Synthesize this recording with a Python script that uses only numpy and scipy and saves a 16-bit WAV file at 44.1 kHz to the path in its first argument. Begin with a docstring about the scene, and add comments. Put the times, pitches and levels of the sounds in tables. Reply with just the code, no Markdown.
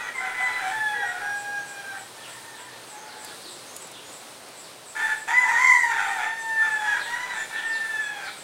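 """Roosters around a yard

Roosters crow in turn: two overlap, two answer from afar, then a close one and its neighbour.
A crow starts as the hoarse slap of membranes in the syrinx and clears into a long falling note that
the walls throw back. Small birds chirp, a hen clucks and a few light ticks sound close by,
over a bed of open-air rumble, insect hiss and a far motor."""
import sys
import numpy as np
from scipy import signal
from scipy.fft import rfft, irfft, next_fast_len
from scipy.io import wavfile
from scipy.ndimage import uniform_filter1d, map_coordinates

SR = 44100
rng = np.random.default_rng(int(sys.argv[2]) if len(sys.argv) > 2 else 0)


def unload_audio(sound):
    """Save the sound as a 16-bit wav file, at the path given as the first command line argument."""
    columns = np.transpose(np.atleast_2d(sound))
    # keep every value between -1 and 1, then stretch to whole-number steps
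    steps = np.round(np.clip(columns, -1, 1) * 32767)
    wavfile.write(sys.argv[1], SR, steps.astype(np.int16))


N = 371763

# Table levels are relative: the functions add their own trims.
# rides of the open-air murmur and of the far motor: (time [s], level [dB])
AIR_RIDE = [(0, -44.5), (2.8, -45), (4.2, -43.8), (4.8, -46), (8.4, -44.5)]
MOTOR_RIDE = [(0, -78), (0.7, -60), (1.4, -61), (2.8, -63.5), (3.6, -70), (8.4, -80)]
# colour of the open air and of the insects: (frequency [Hz], level [dB])
AIR_EQ = [(20, -48), (45, -41), (80, -13.5), (125, -5), (200, -5), (350, -0.5), (550, 1.5), (800, 0),
          (1200, -2), (2500, -7), (4000, -9), (6000, -11.5), (12000, -25)]
INSECT_EQ = [(100, -15), (2000, -11.5), (4000, 1.5), (5500, -5.5), (7000, -5), (8700, 3), (10000, -2.5),
             (12000, -10), (15500, -14)]
# short hoarse syllables: (rooster, time [s], length [s], start pitch [Hz], middle pitch [Hz],
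# end pitch [Hz], fundamental [dB], second harmonic [dB], rasp [dB], roughness [0-1])
CROW_SYLLABLES = [("first", -0.05, 0.175, 975, 973, 975, -48, -35.5, -42.5, 0.69),
                  ("first", 0.135, 0.11, 1060, 1030, 990, -38.5, -26, -46.5, 0.4),
                  ("first", 0.23, 0.114, 1000, 1006, 995, -46, -36, -42.5, 0.58),
                  ("first", 0.33, 0.3, 1002, 998, 992, -41.5, -28, -42, 0.2),
                  ("first", 0.92, 0.24, 980, 955, 935, -48, -32.5, -52, 0.5),
                  ("second", 0.18, 0.175, 750, 762, 760, -37, -38.5, -41, 0.9),
                  ("second", 0.385, 0.088, 752, 760, 775, -28.5, -49, -41, 0.5),
                  ("second", 0.46, 0.15, 970, 797, 775, -41.5, -52, -41, 0.77),
                  ("second", 0.59, 0.15, 810, 756, 785, -30, -48, -35, 0.47),
                  ("second", 1.02, 0.28, 732, 725, 748, -40.5, -37, -44.5, 0.41),
                  ("close", 4.947, 0.21, 858, 880, 866, -36.5, -24, -36.5, 0.5),
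                  ("close", 5.97, 0.31, 850, 785, 690, -33.5, -52, -52, 0.52),
                  ("neighbour", 6.82, 0.22, 958, 957, 925, -35.5, -36, -42.5, 0.77),
                  ("neighbour", 7.04, 0.32, 905, 982, 962, -34, -33.5, -43, 0.55),
                  ("neighbour", 7.32, 0.14, 895, 885, 882, -52, -32, -39.5, 0.55),
                  ("neighbour", 7.49, 0.192, 882, 890, 902, -52, -31, -43, 0.53)]
# colour of the rasp in throat and beak, and of air forced through the beak: (frequency [Hz], level [dB])
RASP_EQ = [(300, -27), (660, -22.5), (780, 2.5), (900, -2.5), (1100, -13.5), (1400, 3), (1850, -1),
           (2130, -6), (2350, -4), (2850, -19), (3400, -13), (4300, -33), (7200, -24), (14000, -43)]
BREATH_EQ = [(2500, -34), (4200, -7), (4650, 1), (5100, -15), (5900, 4), (6600, -1), (7400, 7), (8500, -14),
             (11000, -26), (15000, -28)]
# each rooster's overtones against its two lowest harmonics: (frequency [Hz], level [dB])
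FIRST_EQ = [(2400, -16), (2980, -18), (3250, -27), (3990, -13), (4120, -33), (4900, -34), (5700, -15),
            (5900, -32), (6500, -33), (8100, -26), (9500, -35), (13000, -42)]
SECOND_EQ = [(2500, -19), (3400, -12), (4300, -30), (5200, -29), (6050, -24), (7500, -35), (10300, -30),
             (13000, -45)]
CLOSE_EQ = [(2700, -20), (2950, -36), (3250, -17), (3450, -18), (3650, -23), (4200, -35), (4650, -31),
            (5400, -30), (6400, -25.5), (7300, -22.5), (8500, -33.5), (9700, -30), (10800, -34.5),
            (12500, -40), (15000, -54)]
NEIGHBOUR_EQ = [(2350, -7), (2650, -17), (2950, -19), (3400, -10), (3650, -18), (3950, -17), (4400, -29),
                (5400, -30), (5900, -19), (6500, -29), (7100, -22), (9000, -34), (13000, -45)]
# ring of the walls and trees: (frequency [Hz], time to fall 60 dB [s])
YARD_DECAY = [(300, 0.5), (1500, 0.38), (4000, 0.75), (10000, 0.16)]
# runs of one thin, high chirp: (first chirp [s], last chirp [s])
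BIRD_RUNS = [(0.18, 0.69), (1.09, 3.52), (3.825, 4.148), (4.59, 5.8), (5.79, 7.68), (8.04, 8.39)]
# falling cheeps, level whistles and low clucks: (time [s], peak [dB], pitch [Hz])
BIRD_CHEEPS = [(2.2493, -39, 3010), (2.5794, -42.5, 3390), (2.7294, -46, 3910), (3.119, -42, 4070),
               (3.2784, -39, 4270), (3.468, -36.5, 4150), (3.599, -45, 4730), (3.9594, -39.5, 3400),
               (4.6494, -43.5, 4580), (7.0294, -32.5, 3790), (7.5796, -33.5, 3350), (7.7494, -35.5, 4190),
               (8.2795, -35, 4100)]
BIRD_WHISTLES = [(0.0494, -35, 6340), (1.607, -37, 6400), (2.4947, -42, 6420), (2.9941, -35, 6400),
                 (3.6994, -35, 6370), (3.7594, -33, 6890), (4.0886, -34, 6920), (7.4086, -26.5, 7100)]
HEN_CLUCKS = [(0.22, -49, 465), (0.999, -42, 472), (3.479, -46, 359), (7.0, -48, 590)]
# each crow's long falling note: (rooster, start pitch [Hz], end pitch [Hz],
# lateness of the fall [exponent], brassy flare [dB], place of the flare [share of the note])
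HELD_NOTES = [("second", 878, 800, 1.5, 6, 0.57), ("first", 818, 762, 3.5, 10, 0.74),
              ("close", 903, 800, 2.3, 7.2, 0.8), ("neighbour", 902, 765, 2.1, 6.8, 0.6)]
# one ride per held note, in that order: (time [s], fundamental [dB], second harmonic [dB], rasp [dB])
HELD_RIDES = [
    [(0.7, -41, -35, -39), (0.774, -33, -27, -47), (0.796, -43, -21, -49), (0.814, -34, -32, -54),
     (0.89, -33, -24, -51), (0.922, -31, -37, -48), (0.948, -38, -33, -48), (0.97, -32, -29, -47),
     (0.986, -39.5, -33, -55), (1.024, -34.5, -28.5, -48), (1.07, -39, -40, -45)],
    [(1.2, -38, -38, -44), (1.274, -41, -28, -52), (1.376, -42, -29.5, -58), (1.43, -42, -47, -66),
     (1.45, -41.5, -34, -58), (1.594, -44.5, -29, -63), (1.658, -54, -40, -57), (1.716, -50.5, -35, -62),
     (1.922, -41.5, -39.5, -61), (1.936, -39, -43, -48.5), (2.04, -57, -56, -53)],
    [(6.26, -39, -24, -44), (6.276, -31, -26, -43), (6.45, -34, -32, -68), (6.472, -34.5, -35, -50),
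     (6.51, -35, -27, -56), (6.586, -41.5, -19, -45), (6.656, -36, -24.5, -36), (6.796, -39.5, -27, -50),
     (6.816, -33.5, -31, -39), (6.918, -35.5, -21.5, -43.5), (7.02, -47, -39, -37.5)],
    [(7.64, -46, -29.5, -51), (7.77, -40.5, -25.5, -49), (7.828, -56, -24, -52), (7.852, -43, -24.5, -50),
     (7.886, -44, -36, -50), (7.972, -45.5, -22.5, -53), (8.008, -46, -33, -45), (8.104, -52, -31.5, -53),
     (8.132, -39.5, -41, -49.5), (8.27, -55, -40.5, -43.5), (8.3, -50, -42, -39)],
]
# notes of far roosters: (time [s], length [s], pitch [Hz], fundamental [dB], second harmonic [dB])
FAR_NOTES = [(2.16, 0.62, 909, -53, -53), (2.262, 0.091, 1008, -49, -52), (2.57, 0.11, 995, -49.5, -54),
             (2.9, 0.47, 862, -49.5, -68), (3.051, 0.24, 741, -54.5, -61)]
# light contacts: (time [s], peak [dB])
TICK_HITS = [(3.247, -27.5), (3.7645, -25.5), (3.8227, -34), (3.8726, -35), (3.9155, -33), (4.4864, -38)]
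# the close rooster's slurred phrase:
# (time [s], pitch [Hz], fundamental [dB], second harmonic [dB], rasp [dB])
SLUR_RIDE = [(5.27, 861, -44, -47, -30.5), (5.312, 932, -27, -28, -28.5), (5.36, 999, -37, -20.5, -36),
             (5.384, 1003, -31, -13, -41), (5.44, 984, -28, -34, -32), (5.458, 873, -33.5, -29, -33),
             (5.534, 946, -26, -29.5, -34), (5.568, 936.8, -37, -23, -31.5), (5.592, 996, -26.5, -25, -31),
             (5.682, 1018, -25.5, -18, -41), (5.874, 930.4, -31, -28, -43), (5.918, 915, -25.5, -28, -31.5),
             (5.952, 893.5, -45, -32, -33.5), (6.006, 911, -33.5, -34, -28),
             (6.152, 916.2, -39, -34.5, -37), (6.204, 838, -39, -48, -30.5), (6.246, 883, -37, -30, -31),
             (6.28, 880, -39, -33, -45)]
# the slur clears for a moment at its first peak: (time [s], roughness [0-1])
SLUR_ROUGHNESS = [(5.3, .9), (5.37, .1), (5.41, .15), (5.46, 1), (5.6, .8), (6.2, .6)]
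# at full force one side of the syrinx runs sharp of the other: (time [s], detune [share of the pitch])
SYRINX_DETUNE = [(5.56, 0.0019), (5.62, 0.053), (5.7, 0.037), (5.8, .03), (5.92, 0.00038)]

ATTACK_S, RELEASE_S = 0.022, 0.039  # syllables and far notes
CHIRP_LEAD_S = 0.1  # from the start of a chirp to its peak


def amp(db):
    """Decibels to gain."""
    return 10 ** (np.asarray(db) / 20)


def unit(x):
    """Scale to rms 1."""
    return x / np.sqrt(np.mean(x ** 2) + 1e-20)


def along(points, hz):
    """Read (frequency [Hz], value) points on a log axis."""
    f, v = np.transpose(points)
    return np.interp(np.log(hz + 1), np.log(f), v)


def curves(rows, t):
    """Each column after the time, read at times t."""
    s, *cols = np.transpose(rows)
    return [np.interp(t, s, c) for c in cols]


def wobble(rate, size):
    """A smooth random curve, rate knots a second."""
    knots = rng.standard_normal(int(size * rate / SR) + 4)
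    fine = np.arange(10 * len(knots)) / 10
    return np.interp(np.arange(size) * rate / SR, fine, map_coordinates(knots, [fine]))


def coloured(x, eq):
    """x through an EQ curve, at rms 1."""
    padded = next_fast_len(len(x) + 8192)
    gain = amp(along(eq, np.fft.rfftfreq(padded, 1 / SR)))
    return unit(irfft(rfft(x, padded) * gain, padded)[:len(x)])


def lumpy(x):
    """Make narrow bands swell and fade at random within hundredths of a second."""
    bands = signal.stft(x, nperseg=1024)[2]
    swells = uniform_filter1d(uniform_filter1d(rng.standard_normal(bands.shape), 3, 0), 4, 1)
    return signal.istft(bands * amp(4 * unit(swells)), nperseg=1024)[1][:len(x)]


def add(track, s, sound):
    """Mix a sound into the track from time s."""
    start = round(s * SR)
    part = sound[max(-start, 0):max(N - start, 0)]
    track[max(start, 0):][:len(part)] += part


def note(start, length, attack, release):
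    """Sample times of a note, its progress u from 0 to 1, and a gate that rises, holds and falls."""
    t = np.arange(start, start + length, 1 / SR)
    gate = np.clip(np.minimum((t - start) / attack, (t[-1] - t) / release), 0, 1)
    return t, (t - start) / length, gate


def background(air_db, hiss_db):
    """The bed: open-air rumble, the steady hiss of insects and a faint far motor drone."""
    t = np.arange(N) / SR
    murmur_db, = curves(AIR_RIDE, t)
    motor_db, = curves(MOTOR_RIDE, t)
    air = amp(murmur_db + air_db + 0.68 * wobble(10, N)) * coloured(rng.standard_normal(N), AIR_EQ)
    hiss = amp(hiss_db + 1.6 * wobble(8, N)) * coloured(rng.standard_normal(N), INSECT_EQ)
    drone = coloured(rng.standard_normal(N), [(70, -44), (105, -3), (122, 6), (132, 3.5), (160, -26)])
    return air + hiss + amp(motor_db) * drone


def syllables(rooster):
    """Phrases for crow(): short syllables that bend in pitch as the tone swells out of the rasp."""
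    swell_db, fade_db, clearing_db, clearing_s = 2.5, 5, 16, 0.027
    phrases = []
    for who, s, length, start_hz, mid_hz, end_hz, root_db, octave_db, hoarse_db, rough in CROW_SYLLABLES:
        if who == rooster:
            t, u, gate = note(s, length, ATTACK_S, RELEASE_S)
            arch = 1 - (2 * u - 1) ** 2
            pitch = start_hz + (end_hz - start_hz) * u + (mid_hz - (start_hz + end_hz) / 2) * arch
            shape_db = swell_db * (arch - 1) + fade_db * (.5 - u)
            shape_db -= clearing_db * np.exp(-(t - s) / clearing_s)  # the rasp speaks first
            phrases.append((t, gate, pitch, root_db + shape_db, octave_db + shape_db, hoarse_db, rough, 0))
    return phrases


def rasp(cycles):
    """Chaotic membranes slap about every second cycle; a wandering flutter adds sidebands."""
    size = len(cycles)
    beats = np.arange(0, cycles[-1], 2)
    scatter = .19 * rng.standard_normal(len(beats))
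    drifting = cycles + .5 * wobble(45, size)
    slap_at = np.interp(beats + scatter, drifting, np.arange(size)).astype(int)
    slaps = unit(np.bincount(slap_at, amp(2 * rng.standard_normal(len(slap_at))), size))
    flutter_hz = 115 + 30 * wobble(25, size)
    growl = 1 + .8 * np.sin(2 * np.pi * np.cumsum(flutter_hz) / SR)
    return coloured(lumpy(slaps * growl + .4 * rng.standard_normal(size)), RASP_EQ)


def crow(phrases, throat, root_trim_db, octave_trim_db, rasp_db, breath_db, overtone_db):
    """The syrinx sings a harmonic stack over rasp and breath; roughness shakes its pitch and level."""
    out = np.zeros(N)
    for t, gate, pitch, root_db, octave_db, hoarse_db, rough, brass_db in phrases:
        size = len(t)
        # one side of the syrinx gives the strong, shaky fundamental (root) and its octave
        jitter = .028 * rough * wobble(260, size) + .0012 * wobble(25, size)
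        cycles = np.cumsum(pitch * (1 + jitter)) / SR
        root_gain, octave_gain = amp(root_db + root_trim_db), amp(octave_db + octave_trim_db)
        tone = root_gain * np.sin(2 * np.pi * cycles) + octave_gain * np.sin(4 * np.pi * cycles)
        # the other side is bright; when it runs sharp the two beat
        detune, = curves(SYRINX_DETUNE, t)
        bright_phase = 2 * np.pi * np.cumsum(pitch * (1 + detune + jitter / 3)) / SR
        tone += 10 * detune * octave_gain * np.sin(2 * bright_phase)
        effort_db = (np.maximum(root_db, hoarse_db) + np.maximum(octave_db, hoarse_db)) / 2
        for k in range(3, 15):
            smear = .55 * np.sqrt(k) * rough * wobble(350, size)  # blurs the overtone into a fuzzy band
            colour_db = brass_db * (k <= 4) + along(throat, k * pitch * (1 + detune))
            level_db = effort_db + overtone_db + colour_db + 3 * wobble(18, size)
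            tone += amp(level_db) * np.sin(k * bright_phase + smear)
        flutter = unit(amp(3.5 * np.sqrt(rough) * wobble(85, size)))
        puffs = rng.standard_normal(size) * (1 + np.cos(bright_phase))
        breath = rough * amp(effort_db + breath_db) * coloured(puffs, BREATH_EQ)
        grit = amp(hoarse_db + rasp_db) * rasp(cycles)
        add(out, t[0], gate * (np.sqrt(2) * tone * flutter + grit + breath))
    return out


def yard(x, wet_db):
    """Walls and trees return a diffuse tail, blended in at constant power."""
    hz, t, bands = signal.stft(rng.standard_normal(SR * 2 // 3), SR, nperseg=256)
    decay = amp(-60 * t / along(YARD_DECAY, hz)[:, None])
    tail = signal.istft(bands * decay, SR, nperseg=256)[1]
    response = np.pad(tail, (SR // 200, 0)) / np.linalg.norm(tail)  # 5 ms pre-delay
    echo = signal.fftconvolve(x, response)[:N]
    return (x + amp(wet_db) * echo) / np.hypot(1, amp(wet_db))


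def chirp(hz, width_s, fall, buzz):
    """A whistle that swells and fades as it slides down and buzzes."""
    t = np.arange(-CHIRP_LEAD_S * SR, CHIRP_LEAD_S * SR) / SR
    pitch = hz * (1 - fall * np.tanh(t / width_s) + buzz * wobble(1500, len(t)))
    return np.exp(-(t / width_s) ** 2) * np.sin(2 * np.pi * np.cumsum(pitch) / SR)


def small_birds(chirp_db, cheep_db, whistle_db):
    """One bird repeats a thin chirp at an even pace; others cheep and whistle now and then."""
    out, gap_s = np.zeros(N), 0.3
    for first, last in BIRD_RUNS:
        for s in np.linspace(first, last, round((last - first) / gap_s) + 1):
            gain = amp(chirp_db + rng.standard_normal())
            add(out, s - CHIRP_LEAD_S, gain * chirp(hz=7890, width_s=.0343, fall=.04, buzz=.043))
    for s, db, hz in BIRD_CHEEPS:
        add(out, s - CHIRP_LEAD_S, amp(db + cheep_db) * chirp(hz, width_s=.036, fall=.2, buzz=.0903))
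    for s, db, hz in BIRD_WHISTLES:
        add(out, s - CHIRP_LEAD_S, amp(db + whistle_db) * chirp(hz, width_s=.04, fall=.0036, buzz=.0286))
    return out


def hen(cluck_db):
    """A hen gives a few soft, low clucks."""
    out = np.zeros(N)
    for s, db, hz in HEN_CLUCKS:
        add(out, s - CHIRP_LEAD_S, amp(db + cluck_db) * chirp(hz, width_s=.038, fall=.02, buzz=.12))
    return out


def held_note(rooster, tone_db, rasp_db):
    """A phrase for crow(): as the air runs out, a clear note sinks ever faster, turns brassy and frays."""
    clear, frayed, mellow_db, flare_width = 0.06, 0.7, -2, 0.21
    phrases = []
    for (who, start_hz, end_hz, lateness, flare_db, flare_at), ride in zip(HELD_NOTES, HELD_RIDES):
        if who == rooster:
            t, u, gate = note(ride[0][0], ride[-1][0] - ride[0][0], attack=0.019, release=0.021)
            root_db, octave_db, hoarse_db = curves(ride, t)
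            levels = root_db + tone_db, octave_db + tone_db, hoarse_db + rasp_db
            pitch = start_hz + (end_hz - start_hz) * u ** lateness
            rough = clear + (frayed - clear) * u ** 3
            brass_db = mellow_db + flare_db * np.exp(-((u - flare_at) / flare_width) ** 2)
            phrases.append((t, gate, pitch, *levels, rough, brass_db))
    return phrases


def distant_crows(tone_db, blur_db):
    """From far away only the two lowest harmonics arrive, wavering in a hoarse blur."""
    out = np.zeros(N)
    for s, length, hz, root_db, octave_db in FAR_NOTES:
        t, u, gate = note(s, length, ATTACK_S, RELEASE_S)
        pitch = hz * (1 - 0.02 * (2 * u - 1) ** 2)  # droops at both ends
        cycles = np.cumsum(pitch * (1 + .016 * wobble(150, len(t)))) / SR
        tone = amp(root_db) * np.sin(2 * np.pi * cycles) + amp(octave_db) * np.sin(4 * np.pi * cycles)
        waver_db = 3 * wobble(30, len(t))
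        add(out, s, gate * (amp(tone_db + waver_db) * tone + amp(root_db + blur_db) * rasp(cycles)))
    return out


def ticks(tick_db, t60):
    """Tiny dry, bright contacts, right up close."""
    out, t = np.zeros(N), np.arange(SR // 20) / SR
    for s, db in TICK_HITS:
        crack = coloured(rng.standard_normal(len(t)), [(1500, -23), (6000, -4), (9500, 5), (15000, -13)])
        add(out, s, amp(db + tick_db - 60 * t / t60) * crack)
    return out


def slur(tone_db, rasp_db):
    """The loudest phrase for crow(): it climbs twice in pitch, then drops into a growl."""
    start, end = SLUR_RIDE[0][0], SLUR_RIDE[-1][0]
    t, _, gate = note(start, end - start, attack=0.012, release=0.012)
    pitch, root_db, octave_db, hoarse_db = curves(SLUR_RIDE, t)
    rough, = curves(SLUR_ROUGHNESS, t)
    return [(t, gate, pitch, root_db + tone_db, octave_db + tone_db, hoarse_db + rasp_db, rough, 0)]


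def scene():
    """The mono mix: birds in the yard's echo, the far ones wetter, with dry ticks over the bed."""
    first = crow(syllables("first") + held_note("first", tone_db=-1, rasp_db=1), FIRST_EQ,
                 root_trim_db=0.5, octave_trim_db=0.5, rasp_db=7, breath_db=-24, overtone_db=-0.5)
    second = crow(syllables("second") + held_note("second", tone_db=-1, rasp_db=4), SECOND_EQ,
                  root_trim_db=1.5, octave_trim_db=1, rasp_db=3, breath_db=-40, overtone_db=-2.5)
    close_opening = syllables("close") + slur(tone_db=1.8, rasp_db=-2)
    close = crow(close_opening + held_note("close", tone_db=-1, rasp_db=0), CLOSE_EQ,
                 root_trim_db=-1, octave_trim_db=0.5, rasp_db=5, breath_db=-15, overtone_db=0)
    neighbour = crow(syllables("neighbour") + held_note("neighbour", tone_db=0, rasp_db=2), NEIGHBOUR_EQ,
                     root_trim_db=-2.5, octave_trim_db=0.5, rasp_db=5, breath_db=-15, overtone_db=1)
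    far = distant_crows(tone_db=4, blur_db=-1) + hen(cluck_db=3.5)
    far += small_birds(chirp_db=-42, cheep_db=-3, whistle_db=-13)
    birds = yard(close, wet_db=-4.5) + yard(first + second + neighbour, wet_db=-4.5)
    birds += yard(far, wet_db=-3)
    return (birds + ticks(tick_db=-5.5, t60=0.03) + background(air_db=-0.5, hiss_db=-49))[None]


def record(dry):
    """A brick-wall low-pass takes off the very top."""
    top_hz = 15850
    return irfft(rfft(dry) * (np.fft.rfftfreq(N, 1 / SR) < top_hz), N)


dry = scene()
out = record(dry)
unload_audio(out)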